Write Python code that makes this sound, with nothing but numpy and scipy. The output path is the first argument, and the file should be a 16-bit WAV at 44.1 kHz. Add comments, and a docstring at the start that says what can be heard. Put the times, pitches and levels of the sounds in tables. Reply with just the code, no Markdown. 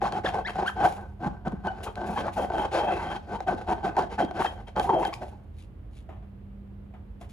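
"""A low machine hum fills a small room; at once two hands rub and squeeze a filled latex balloon up close.
Skin sticks and slips on the rubber: uneven slips creak in the balloon's modes, regular ones glide as squeaks.
Snaps, short pings and the grainy hiss of dry skin join in. Then faint rustles and soft thuds on a wooden
table follow as the balloon is put aside and another is picked up.
Creaks are noisy pulse trains through resonators, squeaks gliding harmonics, the rest shaped noise and tones."""
import sys
import numpy as np
from scipy import signal
from scipy.fft import rfft, irfft, next_fast_len
from scipy.io import wavfile
from scipy.ndimage import uniform_filter1d, map_coordinates

SR = 44100
rng = np.random.default_rng(int(sys.argv[2]) if len(sys.argv) > 2 else 0)


def wav_out(sig):
    """Save sig, one row per channel (or a flat mono array), as 16-bit PCM at SR to the path in sys.argv[1]."""
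    wavfile.write(sys.argv[1], SR, np.round(np.clip(np.atleast_2d(sig).T, -1, 1) * 32767).astype(np.int16))


N = 322812


def amp(db):
    """Decibels to a linear gain."""
    return 10 ** (np.asarray(db) / 20)


def unit(x):
    """x scaled to rms 1."""
    return x / np.sqrt(np.mean(x ** 2) + 1e-20)


def steady(x, seconds):
    """x levelled towards rms 1 over a sliding window, with its faintest stretches left quiet."""
    window = np.hanning(max(int(seconds * SR), 9))
    power = np.abs(signal.fftconvolve(x ** 2, window / window.sum(), "same"))
    return x / np.sqrt(power + 0.029 * np.mean(x ** 2))


def along(points, hz):
    """Value at hz from (Hz, value) points joined on a log frequency axis."""
    point_hz, values = np.transpose(points)
    return np.interp(np.log(hz + 1), np.log(point_hz + 1), values)


def curves(rows):
    """One value per sample for each column after the time."""
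    seconds, *columns = np.transpose(rows)
    return [np.interp(np.arange(N) / SR, seconds, column) for column in columns]


def wobble(rate, size=N):
    """A smooth random curve with rate knots a second."""
    knots = rng.standard_normal(int(size * rate / SR) + 4)
    return map_coordinates(knots, [np.arange(size) * rate / SR])


def filtered(x, response):
    """x shaped by a response that is a function of frequency."""
    padded = next_fast_len(N + 8192)
    spectrum = rfft(x, padded) * response(np.fft.rfftfreq(padded, 1 / SR))
    return irfft(spectrum, padded)[..., :N]


def ring(x, hz, width_hz):
    """One damped resonance with a peak gain of 1."""
    return signal.lfilter(*signal.iirpeak(hz, hz / width_hz, SR), x)


def softened(x, corner_hz):
    """A soft fingertip rounds each release: a gentle low-pass."""
    return signal.sosfilt(signal.butter(2, min(corner_hz, SR / 3), fs=SR, output="sos"), x)


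def bursts(events, t60):
    """A short dying puff of noise at each (s, dB)."""
    out, t = np.zeros(N + SR), np.arange(SR // 4) / SR
    for start, db in events:
        out[round(start * SR):][:len(t)] += amp(db - 60 * t / t60) * rng.standard_normal(len(t))
    return out[:N]


# The low hum. Each row: frequency in Hz, mean level in dB.
HUM_TONES = [(48.4, -51), (80.7, -58)]
# A machine's gliding tone. Each row: time in seconds, frequency in Hz, level in dB.
MACHINE_DRONE = [(0, 199.5, -50), (5.2, 203.5, -59), (6, 202.6, -61), (6.3, 197, -51.5),
                 (6.6, 197.8, -48.5), (7.32, 202.3, -55.5)]
# Colour of the room's rumble. Each row: frequency in Hz, relative density in dB per Hz.
RUMBLE_COLOUR = [(25, -35), (45, -3.5), (70, 3), (100, -1.5), (150, -12.5), (300, -19.5), (700, -31.5),
                 (1300, -39.5), (3000, -49), (6000, -65.5), (15000, -64)]


def background():
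    """Machine tones over a noise rumble that is nearly mono in the bass."""
    t = np.arange(N) / SR
    hum = np.zeros(N)
    for hz, db in HUM_TONES:
        level = amp(db + wobble(4.1)) * np.sqrt(2)
        hum += level * np.sin(2 * np.pi * hz * t + 1.43 * wobble(2.5))
    drone_hz, drone_db = curves(MACHINE_DRONE)
    drone = amp(drone_db) * np.sqrt(2) * np.sin(2 * np.pi * np.cumsum(drone_hz) / SR)
    mid, side = filtered(rng.standard_normal((2, N)), lambda hz: amp(along(RUMBLE_COLOUR, hz)))
    side = filtered(side, lambda hz: amp(along([(60, -21), (400, -2.0), (2000, -0.5)], hz)))
    rumble = amp(-44) * unit(np.array([mid + side, mid - side]))
    return (hum + drone + rumble) * amp([[-.9], [.9]])  # a touch stronger on the right


LINGER_DB, LINGER_DB_PER_S = -11.5, 107.5  # loose contact that outlasts a stroke


def stroke(start, length, swell_db, attack_s, release_db_per_s):
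    """Gain of one stroke: attack, a hold that swells or sags, a release with a lingering tail."""
    gain = np.zeros(N + 2 * SR)
    t = np.arange(int((length + .5) * SR)) / SR
    after = np.maximum(t - length, 0)
    hold = amp(swell_db * (np.minimum(t / length, 1) - .5))
    release = np.maximum(amp(-release_db_per_s * after), amp(LINGER_DB - LINGER_DB_PER_S * after))
    gain[max(round(start * SR), 0):][:len(t)] = np.minimum(t / attack_s, 1) * hold * release
    return gain[:N]


# A finger grips and drags over the rubber. Each row: start in seconds, length in seconds, creak level in dB,
# rasp level in dB, swell from start to end in dB.
FINGER_RUBS = [ (0.016, 0.061, -29, -44, 4.5), (0.118, 0.079, -30, -48.5, -11),
               (0.243, 0.048, -27.5, -39, -4), (0.323, 0.09, -30, -49, -1.5), (0.474, 0.026, -35, -40.5, 2),
               (0.554, 0.1, -30, -48.5, -3.5), (0.764, 0.074, -27, -48.5, 8.5),
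               (0.841, 0.037, -21.5, -40, -12.5), (0.908, 0.13, -43.5, -71.5, 2),
               (1.201, 0.07, -34, -55.5, 7), (1.458, 0.014, -28.5, -49, -6.5),
               (1.517, 0.011, -41.5, -57.5, -1.5), (1.637, 0.039, -32, -52, 3.5),
               (1.742, 0.15, -41.5, -57, 7.5), (1.968, 0.17, -32.5, -54, -0.5),
               (2.159, 0.048, -32, -42, -1.5), (2.221, 0.069, -33.5, -52.5, -1),
               (2.364, 0.086, -29.5, -48, 3.5), (2.505, 0.06, -34, -50.5, 7),
               (2.57, 0.085, -27.5, -43.5, -6.5), (2.719, 0.082, -27.5, -39.5, -1),
               (2.79, 0.1, -28, -47, 5), (2.86, 0.084, -30.5, -42.5, 0.5), (2.95, 0.22, -33, -45, -6),
               (3.278, 0.085, -34, -51.5, 6), (3.413, 0.0049, -39.5, -49, -12.5),
               (3.473, 0.056, -24.5, -44, -9), (3.563, 0.058, -40.5, -55.5, 10),
               (3.673, 0.056, -26, -45, 5), (3.835, 0.051, -27.5, -46.5, 0.5),
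               (3.973, 0.062, -29, -46.5, -3.5), (4.102, 0.053, -37, -47.5, -6),
               (4.184, 0.037, -24, -39.5, -3), (4.344, 0.038, -34.5, -50, 6.5),
               (4.39, 0.024, -25.5, -42.5, -3), (4.448, 0.02, -28.5, -37.5, -15.5),
               (4.48, 0.13, -49, -66, 5), (4.679, 0.02, -43, -48.5, -22), (4.763, 0.037, -24.5, -44.5, 1),
               (4.843, 0.0078, -21.5, -45.5, -1), (4.88, 0.13, -22.5, -48.5, -5),
               (5.031, 0.032, -26, -40, -11), (5.072, 0.024, -30.5, -50, -6),
               (5.217, 0.029, -32, -51.5, -3.5)]
ATTACK_S, RELEASE_DB_PER_S = 0.0069, 658  # a firm finger takes hold, and lets go
FIRM_DB, EASE_DB_PER_DOUBLING = -17.5, 3.5  # a creak this much below firm takes twice as long to take hold


def pressure():
    """Gains of creak and rasp; light rubs ease in, up to four times slower, and overlaps add in power."""
    creak, rasp = np.zeros(N), np.zeros(N)
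    for start, length, creak_db, rasp_db, swell_db in FINGER_RUBS:
        attack_s = ATTACK_S * 2 ** np.clip((FIRM_DB - creak_db) / EASE_DB_PER_DOUBLING, 0, 2)
        early = (attack_s - ATTACK_S) / 2  # a slow attack starts ahead of time
        power = stroke(start - early, length + early, swell_db, attack_s, RELEASE_DB_PER_S) ** 2
        creak += amp(creak_db) ** 2 * power
        rasp += amp(rasp_db) ** 2 * power
    return np.sqrt(creak), np.sqrt(rasp)


def slips(rate, drift, scatter, spread_db):
    """Sample positions and sizes of stick-slip releases, whose rate glides with the finger's speed."""
    cycles = np.cumsum(rate * np.exp(drift * wobble(28))) / SR
    marks = np.cumsum(np.exp(scatter * rng.standard_normal(int(cycles[-1]) * 2)))
    when = np.searchsorted(cycles, marks[marks < cycles[-1]])
    return when, amp(spread_db * rng.standard_normal(len(when)))


def struck(when, size, modes, variety, wander_db=0):
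    """Each slip drives the modes in new shares, and the shares drift as the contact wanders."""
    shares = 1 + variety * rng.standard_normal((len(modes), len(when)))
    shares = shares * amp(wander_db * np.array([wobble(16)[when] for _ in modes]))
    out = np.zeros(N)
    for k, (hz, width_hz, db) in enumerate(modes):
        pulses = np.bincount(when, size * shares[k], N)
        out += (-1) ** k * amp(db) * ring(pulses, hz, width_hz)  # neighbours in opposite polarity
    return out


BEND_PERCENT, BEND_PER_S = 6, 22  # how far and how often the fingers' pull bends the body modes


def stretched(x, percent):
    """Stretching the rubber bends its ringing up and down in pitch."""
    rate = percent / 100 * wobble(BEND_PER_S)
    ahead = np.cumsum(rate - uniform_filter1d(rate, SR // 5))
    return map_coordinates(x, [np.arange(N) + ahead])


# Skin on latex. Each row: frequency in Hz, gain in dB.
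SKIN_COLOUR = [(500, -24.5), (1200, 8.5), (2500, 3.5), (4000, 1), (6000, -7), (10000, -13), (15000, -28.5)]


def skin(x):
    """The bright colour of skin on latex."""
    return filtered(x, lambda hz: amp(along(SKIN_COLOUR, hz)))


# How fast the fingers travel. Each row: time in seconds, stick-slip releases per second before random drift.
SLIP_RATES = [(0, 230), (.25, 260), (.35, 100), (.62, 135), (.85, 270), (2.4, 230), (2.52, 125),
              (2.75, 330), (3.15, 300), (3.7, 210), (4.2, 270), (4.9, 230)]
# The balloon, six body modes and then three upper ones. Each row: frequency in Hz, width in Hz,
# relative level in dB.
BALLOON_MODES = [(355.6, 33, -1), (441, 78, -6), (595, 66, -5.5), (721.4, 66, 3.5), (774.4, 80, 6),
                 (880, 43, 1), (1056, 140, -8), (1057, 250, -10.5), (1533.6, 45, -7.5)]
# The whole wall giving way. Each row: frequency in Hz, width in Hz, relative level in dB.
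WALL_MODES = [(182, 83, 0.5), (240, 140, -4.5)]
# Modes rung by the rasp. Each row: frequency in Hz, width in Hz, relative level in dB before it wanders.
SINGING_MODES = [(2080, 280, -2.5), (2615, 71, 9), (3192, 27, 14.5), (3334, 440, -15)]
# The grip. Each row: time in seconds, wall flexing in dB relative to the creak, tautness as dB on the
# balloon's upper modes, dB on the singing modes.
GRIP_CURVE = [(0, -10, 3.5, -1), (.9, -15, 3, -2), (1.25, -4.5, 7, 0), (1.55, -3.5, 9.5, -1.5),
              (1.9, -15, 3.5, 0.5), (2.1, -3.5, 2, 0), (2.45, -9, 3, -4.5), (2.8, -19, -3.5, 1),
              (3.05, -10.5, 7, 0.5), (3.3, -9.5, 3, -1), (3.7, -11, 1.5, -1.5), (4.25, -9.5, 5.5, -2),
              (4.8, -12, 0, 2), (5, -20, -17.5, -2), (5.3, -6.5, -0.5, 3)]


def rubbing():
    """Slips ring the balloon and flex its wall; each also lets go a rasping puff."""
    creak_gain, rasp_gain = pressure()
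    flex_db, taut_db, sing_db = curves(GRIP_CURVE)
    when, size = slips(rate=curves(SLIP_RATES)[0], drift=.25, scatter=.2, spread_db=2.4)

    body = struck(when, size, BALLOON_MODES[:6], variety=0.45, wander_db=3)
    upper = struck(when, size, BALLOON_MODES[6:], variety=0.33)
    body = softened(stretched(body, BEND_PERCENT), corner_hz=1350)
    creak = steady(softened(body + amp(taut_db) * upper, corner_hz=2070), seconds=.025)
    flex = softened(struck(when, size, WALL_MODES, variety=0.68), corner_hz=433)
    flex = steady(flex, seconds=0.26)

    # each release puffs noise that dies in 3.7 ms; the power below 1 evens out firm and light ones
    puff_decay = np.exp(-1 / (0.0037 * SR))
    puffs = signal.lfilter([1], [1, -puff_decay], np.bincount(when, size ** 0.62, N))
    grit = (unit(puffs) + 0.35) * rng.standard_normal(N)
    # the high modes come and go as the contact wanders, and sing mainly under a firm grip
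    singing = np.zeros(N)
    for hz, width_hz, db in SINGING_MODES:
        singing += amp(db + 6.7 * wobble(12)) * ring(grit, hz, width_hz)
    singing = unit(softened(singing, corner_hz=5440))
    firmness = amp(sing_db) * (rasp_gain / amp(-39.5)) ** 0.36
    rasp = steady(unit(skin(grit)) + firmness * singing, seconds=0.078)

    judder = amp(2.49 * wobble(70))  # the finger drags unevenly
    return judder * (creak_gain * (creak + amp(flex_db) * flex) + rasp_gain * rasp)


# Skin tearing loose with a snap. Each row: time in seconds, push on the balloon's modes in dB,
# crack level in dB before the skin's colour.
SKIN_SNAPS = [(.017, 14.5, -56), (0.022, 18.5, -47), (.123, 10, -29), (.344, 9, -31), (.360, 13.5, -50),
              (0.386, 16, -45.5), (.409, 7, -53), (.585, 18, -52), (.611, 10, -54), (.622, 16.5, -46.5),
              (.630, 14.5, -50), (1.470, 11.5, -50), (1.521, 6, -45), (1.671, 17.5, -33.5),
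              (1.956, -17, -35), (2.502, 18, -44), (2.521, 10.5, -52), (2.536, 13, -42), (2.545, 16, -44),
              (2.554, 15, -42), (2.583, 15, -32), (2.643, 10, -50), (3.405, 11, -34.5), (3.685, 15.5, -40),
              (3.712, 13, -36), (3.967, 16, -29), (4.023, 6, -34), (4.311, 9.5, -38.5), (4.445, 7, -29.5),
              (4.460, 15.5, -32), (4.683, 0.5, -40), (4.763, 14, -36), (4.797, 19.5, -22.5),
              (5.051, 18.5, -25.5), (7.214, -2.5, -44)]


def snaps():
    """Each snap rings the balloon's modes and cracks with a short burst of noise."""
    seconds, push_db, crack_db = np.transpose(SKIN_SNAPS)
    when = (seconds * SR).astype(int)
    body = softened(struck(when, amp(push_db), BALLOON_MODES, variety=0.35), corner_hz=2190)
    return body + skin(bursts(zip(seconds, crack_db), t60=0.013))


# Regular slipping. Each row: start in seconds, length in seconds, start, middle and end pitch in Hz,
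# tone level in dB before softening and mix, roughness (held to 0-1).
SQUEAK_GLIDES = [ (0.028, 0.035, 380, 750, 1300, -28.5, 0.65), (0.243, 0.014, 333, 500, 950, -25, 0.4),
                 (0.251, 0.029, 1200, 1700, 800, -28.5, .3), (0.448, 0.025, 1620, 1860, 2280, -32, 0.12),
                 (0.468, 0.025, 2230, 1820, 850, -33, 0.35), (.656, 0.028, 1000, 1450, 1650, -32, 0.38),
                 (0.677, 0.01, 1574, 1570, 1650, -24.5, 0), (0.684, 0.02, 1760, 1420, 750, -32.5, .42),
                 (0.849, 0.019, 688, 801, 778, -16, 0.14), (1.26, 0.02, 322, 174.5, 139.6, -24.5, 0.4),
                 (1.467, 0.018, 266, 183, 146.6, -26.5, 0.47), (1.472, 0.013, 1650, 1510, 1460, -41.5, 0.1),
                 (1.529, 0.019, 281.4, 200, 159, -28, 0.01), (1.676, 0.018, 1580, 1468, 1510, -34.5, 0),
                 (1.698, 0.028, 750, 770, 790, -35, 0.3), (1.868, 0.029, 1494, 1000, 248, -41, 0.6),
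                 (2.16, 0.025, 720, 854, 900, -28, 0.55), (2.236, 0.06, 600, 680, 1000, -33, 0.85),
                 (2.366, .042, 854, 619, 460, -29, .35), (2.743, 0.051, 400, 765, 857, -28, 0.55),
                 (2.872, 0.065, 830, 740, 400, -29.5, 0.5), (3.473, 0.026, 795, 739, 758, -22.5, 0),
                 (3.515, 0.04, 711, 379.6, 187, -31, 0.45), (3.968, 0.025, 883, 801, 731, -22, 0.43),
                 (4.181, 0.045, 866, 792, 503, -26, 0.63), (4.226, 0.03, 436, 308, 219, -27, 0.55),
                 (4.397, 0.028, 400, 700, 1600, -28.5, 0.9), (4.446, 0.0092, 767, 794, 804, -22.5, 0.2),
                 (4.452, 0.019, 1135, 1574, 1720, -32.5, 0.5), (5.125, 0.018, 746, 1384, 2300, -35.5, 1.1)]
# Smooth squeaks. Each row: pitch in Hz, step from each overtone to the next in dB.
OVERTONE_STEPS = [(800, -17), (1500, -11)]
BITE_DB = 6  # rough squeaks release more sharply: at full roughness each overtone step falls this much less
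GRIT_DB, BREAK_UP = -14, .6  # rasp of a fully rough squeak; growth of roughness from its middle to its end


def squeaks():
    """Under even pressure slips lock into a pitch that follows the finger's speed; rough ones turn raspy."""
    tones, grit = np.zeros(N + SR), np.zeros(N + SR)
    for start, length, start_hz, middle_hz, end_hz, db, rough in SQUEAK_GLIDES:
        u = np.linspace(0, 1, max(int(length * SR), 64))
        size = len(u)
        rough = np.clip(rough, 0, 1)
        loose = rough * (1 + BREAK_UP * (2 * u - 1))
        # a parabola in log pitch through the three pitches
        glide = np.polyfit([0, .5, 1], np.log([start_hz, middle_hz, end_hz]), 2)
        pitch = np.exp(np.polyval(glide, u))
        jitter = .17 * loose * wobble(900, size) + .02 * wobble(220, size)
        phase = 2 * np.pi * np.cumsum(pitch * (1 + jitter)) / SR

        slope_db = along(OVERTONE_STEPS, middle_hz) + BITE_DB * rough
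        tone = np.sin(phase)
        for k in range(2, 8):
            tone += amp(slope_db * (k - 1) + 3 * wobble(200, size)) * np.sin(k * phase)
        swell = np.abs(np.sin(np.pi * u)) ** .5 * amp(4 * loose * wobble(450, size))
        # one puff of noise per slip
        puffs = unit((1 + np.cos(phase)) ** 2 * rng.standard_normal(size))

        tones[round(start * SR):][:size] += amp(db) * unit(tone * swell)
        grit[round(start * SR):][:size] += amp(db + GRIT_DB) * loose * puffs * unit(swell)
    direct = softened(tones[:N], corner_hz=4100) + skin(grit[:N])
    # the balloon rings on wherever a glide crosses one of its modes
    echo = sum(ring(direct, hz, width_hz) for hz, width_hz, _ in BALLOON_MODES)
    return 0.75 * direct + 0.3 * echo


# A finger lets go and the taut skin rings on. Each row: time in seconds, level in dB before the attack.
SKIN_PINGS = [(.126, -42), (2.788, -37), (4.418, -42), (4.464, -33), (4.797, -39), (5.052, -35)]
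PING_HZ, PING_T60_S = 3170, .16  # the skin's highest clear mode


def pings():
    """The freed skin rings briefly: a decaying sine with a soft onset and an unsteady phase."""
    out, t = np.zeros(N + SR), np.arange(SR // 4) / SR
    for start, db in SKIN_PINGS:
        phase = 2 * np.pi * PING_HZ * t + 0.37 * wobble(130, len(t))
        envelope = amp(db - 60 * t / PING_T60_S) * (1 - np.exp(-t / 0.0038))
        out[round(start * SR):][:len(t)] += envelope * np.sin(phase)
    return out[:N]


# Dry skin sliding lightly. Each row: start in seconds, length in seconds, level in dB.
DRY_STROKES = [(0.468, 0.025, -55), (0.655, 0.027, -46.5), (0.83, 0.14, -52), (1.826, 0.024, -52),
               (2.053, 0.086, -51), (2.14, 0.058, -56.5), (2.32, .12, -51), (2.532, 0.085, -55),
               (4.389, 0.067, -47.5), (4.767, 0.087, -49.5), (4.976, 0.095, -53.5), (5.126, 0.014, -49.5),
               (5.21, 0.082, -61), (7.2, 0.028, -59), (7.287, 0.028, -59)]
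# Colour of the slide. Each row: frequency in Hz, relative density in dB per Hz.
SLIDE_COLOUR = [(800, -4), (2500, 10.5), (5000, 0.5), (10000, 1), (15000, -10)]
BRUSH_ATTACK_S, BRUSH_RELEASE_DB_PER_S = 0.016, 329


def brushing():
    """Light strokes of dry skin make a grainy hiss: coloured noise with a fast random flicker."""
    power = np.zeros(N)
    for start, length, db in DRY_STROKES:
        power += (amp(db) * stroke(start, length, 0, BRUSH_ATTACK_S, BRUSH_RELEASE_DB_PER_S)) ** 2
    slide = unit(filtered(rng.standard_normal(N), lambda hz: amp(along(SLIDE_COLOUR, hz))))
    grain = unit(amp(2.3 * wobble(500) + 3.7 * wobble(65)))
    return np.sqrt(power) * grain * slide


# Hands and balloon sweep past the table. Each row: middle in seconds, half length in seconds, level in dB.
SWEEPS = [(5.605, .03, -62.5), (5.975, .03, -63)]
# Colour of the rustle. Each row: frequency in Hz, relative density in dB per Hz.
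RUSTLE_COLOUR = [(1000, -12), (2500, 1.5), (3800, 0), (5500, -9), (10000, -6.5), (15000, -23)]


def swishes():
    """A grainy rustle that swells and fades: flickering noise under bell-shaped gains."""
    t = np.arange(N) / SR
    gain = sum(amp(db) * np.exp(-.5 * ((t - middle) / half) ** 2) for middle, half, db in SWEEPS)
    crackle = rng.standard_normal(N) * amp(4.5 * wobble(600) + 1.5 * wobble(70))
    return gain * unit(filtered(crackle, lambda hz: amp(along(RUSTLE_COLOUR, hz))))


# Soft bumps of a balloon on the table. Each row: time in seconds, strength in dB before the thud's colour.
TABLE_BUMPS = [(6.091, -29.5), (6.125, -36.5), (6.165, -41.5), (6.225, -42), (6.938, -34.5), (7.212, -31.5)]
# Colour of a bump. Each row: frequency in Hz, gain in dB.
THUD_COLOUR = [(100, -7.5), (300, -0.5), (520, -3), (660, 7), (1000, -4.5), (1800, -13), (3200, -19.5),
               (4500, -37.5), (10000, -43)]


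def bumps():
    """A balloon meets the table with a dull thud: a noise burst stripped of its treble."""
    blows = bursts(TABLE_BUMPS, t60=0.14)
    return filtered(blows, lambda hz: amp(along(THUD_COLOUR, hz)))


# The small room. Each row: frequency in Hz, time to decay by 60 dB in seconds.
ROOM_DECAY = [(150, 0.31), (800, 0.28), (3000, 0.24), (12000, 0.18)]


def room(x):
    """The room's tail, different at each port: noise that decays at its own pace in each band."""
    hz, t, bands = signal.stft(rng.standard_normal((2, SR // 2)), SR, nperseg=256)
    decay = amp(-60 * t / along(ROOM_DECAY, hz)[:, None])
    tail = signal.istft(bands * decay, SR, nperseg=256)[1]
    tail = np.pad(tail / np.linalg.norm(tail[0]), ((0, 0), (int(.004 * SR), 0)))  # starts 4 ms late
    return signal.fftconvolve(x[None], tail, axes=1)[:, :N]


# Both tables are scaled by the share each port takes, below.
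# Each row: frequency in Hz, unscaled lead of the left port in radians.
PORT_LEAD = [(100, 0.5), (400, 0.4), (1000, 0.9), (2000, 2), (3300, 2.5), (6700, 1.26), (8400, -5.5),
             (10000, -9.5), (12200, -16), (14000, -18.5)]
# Each row: frequency in Hz, unscaled left over right level in dB.
PORT_LEVEL = [(200, -1.5), (600, 0.5), (1200, 3), (5000, 7.5), (9000, 0)]


def placed(x):
    """The microphone's two ports hear x with their own phase and level at each frequency."""
    def port(share):
        def response(hz):
            level = amp(share * along(PORT_LEVEL, hz) / 2)
            return level * np.exp(.5j * share * along(PORT_LEAD, hz))
        return filtered(x, response)
    return np.array([port(0.65), port(-0.61)])


def scene():
    """Hands and balloon close to the microphone, the table's thuds wetter, the hum behind."""
    behind = background()
    hands = rubbing() + snaps() + squeaks() + pings() + brushing() + swishes()
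    table = bumps()
    sway = amp(np.outer([1, -1], .4 * wobble(5)))  # the contact wanders from side to side
    near = sway * placed(hands + table)
    return near + amp(-10) * room(hands) + amp(-3.5) * room(table) + behind


TOP_HZ = 15500


def record(dry):
    """The recorder keeps nothing above its band limit."""
    return filtered(dry, lambda hz: hz < TOP_HZ)


dry = scene()
out = record(dry)
wav_out(out)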